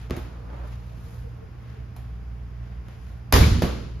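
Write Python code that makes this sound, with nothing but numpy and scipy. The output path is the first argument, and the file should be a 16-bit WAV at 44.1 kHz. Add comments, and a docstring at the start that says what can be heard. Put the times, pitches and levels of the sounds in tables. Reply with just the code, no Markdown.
"""In a gym, a padded medicine ball lands on a mat, is gathered up, then hurled at a hollow wall.
Hands pat, rub and roll it. At the wall its cover cracks, the panel booms and shudders on its frame,
and the fittings ring and buzz. The ball drops on the rubber floor: a smack of cover, a thud of filling.
The hard room rings after every blow, over the hum and air of the ventilation."""
import sys
import numpy as np
from scipy import signal
from scipy.fft import rfft, irfft
from scipy.io import wavfile
from scipy.ndimage import uniform_filter1d

SR = 44100
rng = np.random.default_rng(int(sys.argv[2]) if len(sys.argv) > 2 else 0)


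def store_wav(level_fs):
    """Save 16-bit WAV to argv[1]."""
    pcm = np.round(np.clip(np.atleast_2d(level_fs), -1, 1) * 32767)
    wavfile.write(sys.argv[1], SR, pcm.T.astype(np.int16))


N = 176400
T, FREQS = np.arange(N) / SR, np.fft.rfftfreq(N, 1 / SR)
RING = 65536  # samples given to one blow and its tail
DIRECT_LIKENESS = 0.99  # left-right correlation of direct sound: almost mono

# modes of the padded ball: f/Hz, level/dB, t60/s
BALL_MODES = [(76.7, -3, 0.15), (144, -6, 0.11), (201, -7, .12), (253, -4, 0.075), (349.4, -5, 0.1)]


def wall_hit(at_s=3.323):
    """The throw lands: the cover cracks, the room answers, the panel booms and knocks on its frame."""
    slap_spectrum = [(120, -6), (220, -3), (330, -7), (460, -7.5), (650, -12.5), (850, -15.5),
                     (1050, -13.5), (1400, -15), (1850, -17), (2800, -20.5), (4800, -21), (7000, -27.5),
                     (10000, -27.5), (13300, -26), (15000, -43)]  # bright wash of the room: f/Hz, level/dB
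    boom_spectrum = [(20, -10), (30, 2), (45, -7), (70, 9), (110, -10), (170, -3.5), (300, -18), (900, -65)]  # slower low bloom: f/Hz, level/dB
    panel_modes = [(62.8, -13, .45), (72, -2, 0.33), (92, 1.5, 0.21), (109.2, -12, 0.57),
                   (154.8, -8.5, 0.49), (169.9, -9, .35), (239, -7.5, 0.64)]  # hollow wall panel: f/Hz, level/dB, t60/s
    shudders = [(3.334, -9.5, 0.0064), (3.355, -16, 0.0054), (3.382, -13.5, 0.0032), (3.408, -7, .005),
                (3.515, -11, 0.0044), (3.579, -21, 0.0058)]  # knocks of the flexing panel: t/s, level/dB, push length/s
    out = np.zeros((2, N))
    add(out, at_s, cover_crack())
    add(out, at_s, undb(-13.5) * room(slap_spectrum, rise_s=0.0094))
    add(out, at_s, undb(-14) * room(boom_spectrum, rise_s=0.099))
    add(out, at_s, undb(-31.5) * fittings_ring())
    for start, db, push_s in shudders:
        add(out, start, undb(db) * thud(panel_modes, push_s))
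    return out


def cover_crack(length_s=0.0048, level_db=-10, whip_lag_s=0.003):
    """The cover flattens against the wall and whips tight; nearby surfaces send the crack back."""
    spectrum = [(200, 10), (600, -3), (1100, 14), (2000, -4), (4500, -0.5), (7000, -7), (11000, 0),
                (15000, -4.5)]  # direct crack: f/Hz, level/dB
    echo_spectrum = [(300, -5), (650, -9), (1080, 7), (1450, -8), (1850, 1.5), (2500, -14.5), (5000, -8),
                     (9000, -17), (15000, -28)]  # duller reflected crack: f/Hz, level/dB
    echoes = [(.0085, -14), (.0145, -2.5), (.029, -8), (.037, -6)]  # early reflections: lag/s, level against the crack/dB
    out = np.zeros((2, N))
    flattening = np.sin(np.pi * np.minimum(T[:RING] / length_s, 1) ** 2)
    add(out, 0, undb(level_db) * flattening * noise(spectrum, 0, DIRECT_LIKENESS, size=RING))
    whip = fade(0.0037) * noise(spectrum, tilt=2, likeness=DIRECT_LIKENESS, size=RING)
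    add(out, whip_lag_s, undb(-14) * whip)
    for lag, db in echoes:
        add(out, lag, undb(level_db + db) * flattening * noise(echo_spectrum, size=RING))
    return out


def fittings_ring(rise_s=0.023):
    """Shaken by the blow, frame and fittings swell into a cluster of dying tones."""
    modes = [(287, 0, .9), (351, 0, .8), (374, 0, .5), (460, 3, .7), (536, -1, .7), (656, -2, .5),
             (759, 0, .45), (1046, 2, .4), (1123, -2, .45), (1303, 0, .35), (1519, -4, .5), (1864, -2, .45),
             (1897, -3, .45)]  # frame and fittings: f/Hz, level/dB, t60/s
    t = T[:RING]
    phases = rng.random((len(modes), 2, 1))
    ring = sum(undb(db) * np.sin(2 * np.pi * (hz * t + phase)) * fade(t60)
               for (hz, db, t60), phase in zip(modes, phases))
    return ring * (1 - np.exp(-t / rise_s))


def fitting_buzz():
    """A loose metal fitting chatters briefly after the blow."""
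    return undb(-32) * resonance(at_s=3.439, half_s=0.009, hz=2300, width_hz=170)


def mat_landing(thud_lag_s=0.002):
    """The ball lands on the mat: the cover smacks first and the filling thuds after it."""
    # impacts: t/s, smack/dB, smack t60/s, room/dB, thud/dB, push length/s
    landings = [(0.099, -35, .05, -45.5, -49, 0.0022), (0.1083, -24, .03, -35, -20, 0.0013),
                (0.171, -32, 0.095, -52, -24.5, .002)]
    spectrum = [(120, 3.5), (280, 2), (450, 2.5), (900, -5.5), (1500, -7), (3000, -16.5), (5000, -22),
                (11000, -33.5), (15000, -40)]  # cover on mat: f/Hz, level/dB
    out = np.zeros((2, N))
    for start, smack_db, t60, room_db, thud_db, push_s in landings:
        add(out, start, undb(smack_db) * smack(spectrum, t60, tilt=-2.2))
        add(out, start, undb(room_db) * room(spectrum, rise_s=0.0013))
        add(out, start + thud_lag_s, undb(thud_db) * thud(BALL_MODES, push_s))
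    return out


def floor_drop(at_s=3.621, thud_lag_s=0.014):
    """Off the wall, the ball hits the rubber floor with a smack and a heavy thud."""
    spectrum = [(80, 7), (150, 3), (320, 2), (550, 2.5), (800, -6.5), (1200, -6.5), (2000, -13),
                (4500, -18), (7000, -25.5), (11000, -27), (13500, -28), (15000, -44)]  # cover on rubber: f/Hz, level/dB
    out = np.zeros((2, N))
    add(out, at_s, undb(-17) * smack(spectrum, t60=0.19))
    add(out, at_s, undb(-25) * room(spectrum, rise_s=0.0013))
    add(out, at_s + thud_lag_s, undb(-10) * thud(BALL_MODES, push_s=0.0025))
    return out


def rolling(waver_db=1.5):
    """The ball rolls over the mat with an uneven murmur."""
    levels = [(.15, -58), (.3, -54), (.65, -47.5), (.85, -61.5), (1.15, -54.5), (1.4, -61), (1.7, -73)]  # course of the roll: t/s, level/dB
    spectrum = [(100, -12), (250, -5.5), (335, 3), (390, -8.5), (470, 4.5), (560, -1), (750, -3),
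                (1300, -5.5), (3000, -45)]  # cover rolling on mat: f/Hz, level/dB
    level_db = np.interp(T, *np.array(levels).T, left=-90, right=-90)
    return noise(spectrum) * undb(level_db + waver_db * wander(17.86))


def hand_pats(room_db=-9.5):
    """Hands pat the cover, each touch with a little room behind it."""
    pats = [(.165, -38, 3), (0.532, -44, -3), (.675, -53, 2), (1.625, -60, 1.5), (1.964, -43, 2.5),
            (2.61, -57, -2), (2.885, -46, -.5), (3.105, -41.5, -5)]  # touches: t/s, level/dB, tilt/(dB per octave)
    spectrum = [(100, 10), (300, -2), (700, 7.5), (1500, -5), (3000, -11.5), (6000, -23.5), (11000, -22),
                (15000, -26)]  # palm on cover: f/Hz, level/dB
    out = np.zeros((2, N))
    for start, db, tilt in pats:
        direct = smack(spectrum, t60=0.13, tilt=tilt)
        tail = undb(room_db) * room(spectrum, rise_s=0.002, tilt=tilt)
        add(out, start, undb(db) * (direct + tail))
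    return out


def cover_rubs(grain_db=1.75):
    """The cover slides over mat, palms and shirt in grainy swishes."""
    rubs = [(-0.007, 0.071, -51.5, -0.5), (0.578, 0.072, -48, -5.5), (0.709, 0.046, -54.5, 0),
            (.9, 0.32, -62.5, 2), (1.115, 0.1, -60, 5.5), (1.72, 0.1, -57, -2), (2.69, 0.082, -57.5, -3),
            (2.919, .04, -55, -1), (3.077, 0.082, -61.5, 2)]  # strokes: centre t/s, half length/s, level/dB, tilt/(dB per octave)
    spectrum = [(200, -5), (600, 2), (1500, 4), (3000, -2), (6000, -10), (11000, -14.5), (15000, -22)]  # sliding friction: f/Hz, level/dB
    return sum(noise(spectrum, tilt) * swell(at_s, half_s) * undb(db + grain_db * wander(150))
               for at_s, half_s, db, tilt in rubs)


def ball_groans():
    """Friction on the cover stirs the hollow resonances of the ball as it is rolled and lifted."""
    groans = [(.93, .022, 634, -55), (1.12, 0.028, 475, -49.5), (1.267, .022, 475, -49),
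              (1.43, .022, 444, -50), (1.556, .025, 337, -53.5), (1.778, 0.041, 432, -54)]  # brief hums of the body: centre t/s, half length/s, f/Hz, level/dB
    return sum(undb(db) * resonance(at_s, half_s, hz, width_hz=31) for at_s, half_s, hz, db in groans)


def smack(spectrum, t60, tilt=0):
    """The direct contact of the cover: a snap and a short flutter."""
    snap = undb(4.5) * fade(0.012)
    return noise(spectrum, tilt, DIRECT_LIKENESS, size=RING) * (snap + fade(t60)) / 2


def thud(modes, push_s):
    """Modes rung by a soft half-sine push: the longer the push, the duller the thud."""
    ring = sum(undb(db) * np.sin(2 * np.pi * hz * T[:RING]) * fade(t60) for hz, db, t60 in modes)
    push = np.sin(np.pi * np.linspace(0, 1, int(push_s * SR)))
    return -signal.fftconvolve(ring, push / push.sum())[:RING]


def resonance(at_s, half_s, hz, width_hz):
    """A short rough swell of one resonance, rms 1 at its height."""
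    passband = np.exp(-((FREQS - hz) / width_hz) ** 2)
    band = irfft(rfft(rng.standard_normal((2, N))) * passband, N)
    return band / band.std() * swell(at_s, half_s)


def room(spectrum, rise_s, tilt=0):
    """Dense reflections of a blow: they build up, then each band dies at its own rate."""
    decay_times = [(60, 1.26), (250, 0.93), (600, 0.64), (1500, 0.71), (4000, 0.83), (8000, 0.76165),
                   (13000, 0.41)]  # reverberation of the gym: f/Hz, t60/s
    hz, t60s = np.array(decay_times).T
    wash = rfft(noise(spectrum, tilt, size=RING))
    octaves = np.log2(np.fft.rfftfreq(RING, 1 / SR) + 1)
    bands = (np.interp(octaves, np.log2(hz), peak) for peak in np.eye(len(hz)))  # overlapping triangles
    tail = sum(irfft(wash * band) * fade(t60) for band, t60 in zip(bands, t60s))
    return tail * (1 - np.exp(-T[:RING] / rise_s))


def ventilation(waver_db=2.26, drift_rad=0.13):
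    """A wavering motor hum, duct rumble and steady air."""
    motor_tones = [(59.2, -38), (118.4, -43.5), (177.6, -55), (441, -69), (657, -72), (780, -72),
                   (1077, -74), (4850, -84)]  # lines of the hum: f/Hz, rms level/dB
    rumble_spectrum = [(20, -16), (35, -16), (50, 0.5), (62, 5), (85, 0), (140, -8), (200, -20), (300, -34),
                       (600, -57)]  # ducts: f/Hz, level/dB
    air_spectrum = [(200, -3), (320, -11.5), (470, -13), (600, -17.5), (1400, -19), (2500, -26),
                    (4200, -36.5), (5100, -33.5), (7000, -42.5), (13000, -48.5), (15000, -66)]  # moving air: f/Hz, level/dB
    hum = np.zeros(N)
    for hz, db in motor_tones:
        amplitude = np.sqrt(2) * undb(db + waver_db * wander(9))
        hum += amplitude * np.sin(2 * np.pi * hz * T + drift_rad * wander(4.6))
    return hum + undb(-41) * noise(rumble_spectrum) + undb(-52) * noise(air_spectrum)


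def noise(spectrum, tilt=0, likeness=None, size=N):
    """Stereo noise of rms 1, tilted in dB per octave, falling away below the spectrum's lowest point."""
    room_likeness = [(60, 0.88), (125, 0.85), (250, 0.83), (500, 0.12), (1000, 0.067), (2500, 0.48),
                     (7000, .05), (12000, 0.37)]  # stereo image of the room: f/Hz, left-right correlation
    if likeness is None:
        likeness = along(room_likeness, size)
    hz = np.fft.rfftfreq(size, 1 / SR) + 1
    low_rolloff = np.minimum(hz / spectrum[0][0], 1) ** 2
    gain = undb(along(spectrum, size) + tilt * np.log2(hz)) * low_rolloff
    mid, side = np.exp(2j * np.pi * rng.random((2, len(hz))))
    stereo = mid * np.sqrt(1 + likeness) + side * np.sqrt(1 - likeness) * np.array([[1], [-1]])
    x = irfft(gain * stereo, size)
    return x / x.std()


def along(points, size=N):
    """A table of f/Hz, value read at every frequency of a spectrum."""
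    hz, value = np.array(points, float).T
    return np.interp(np.log(np.fft.rfftfreq(size, 1 / SR) + 1), np.log(hz), value)


def undb(db):
    """Decibels to gain."""
    return 10 ** (np.asarray(db) / 20)


def fade(t60):
    """Exponential decay, 60 dB down after t60 seconds."""
    return np.exp(-np.log(1000) * T[:RING] / t60)


def swell(at_s, half_s):
    """A bell-shaped envelope peaking at at_s."""
    return np.exp(-((T - at_s) / half_s) ** 2 / 2)


def wander(rate_hz):
    """Glides between random values, with a spread of 1."""
    step = int(SR / rate_hz)
    held = np.repeat(rng.standard_normal(N // step + 1), step)
    glide = uniform_filter1d(held, step)[:N]
    return glide / glide.std()


def add(out, at_s, sound):
    """Mix a sound in at a time."""
    i = int(at_s * SR)
    out[:, i:i + sound.shape[-1]] += sound[..., :N - i]


def scene():
    """Over the ventilation: quiet handling and the ball's blows on mat, floor and wall."""
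    bed = ventilation()
    handling = rolling() + hand_pats() + cover_rubs() + ball_groans()
    return bed + handling + mat_landing() + floor_drop() + wall_hit() + fitting_buzz()


def record(dry):
    """Slightly unlike left and right, with thin deep bass, a narrow notch near 8 kHz and a steep top cut."""
    balance = [(60, -1.5), (250, -2.0917), (500, -0.5), (1000, -3.5), (2000, 1.5), (4000, 4), (8000, 1),
               (12000, -0.5)]  # channel balance: f/Hz, left minus right/dB
    notch_hz, notch_width_hz, notch_db = 8354, 660, -25
    low_cut_hz, top_cut_hz = 32, 14400
    notch = notch_db * np.exp(-((FREQS - notch_hz) / notch_width_hz) ** 2)
    gain = undb(notch + along(balance) * np.array([[1], [-1]]) / 2)
    coloured = irfft(rfft(dry) * gain, N)
    thinned = signal.sosfilt(signal.butter(2, low_cut_hz, "high", fs=SR, output="sos"), coloured)
    return signal.sosfilt(signal.ellip(8, .2, 70, top_cut_hz, fs=SR, output="sos"), thinned)


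dry = scene()
out = record(dry)
store_wav(out)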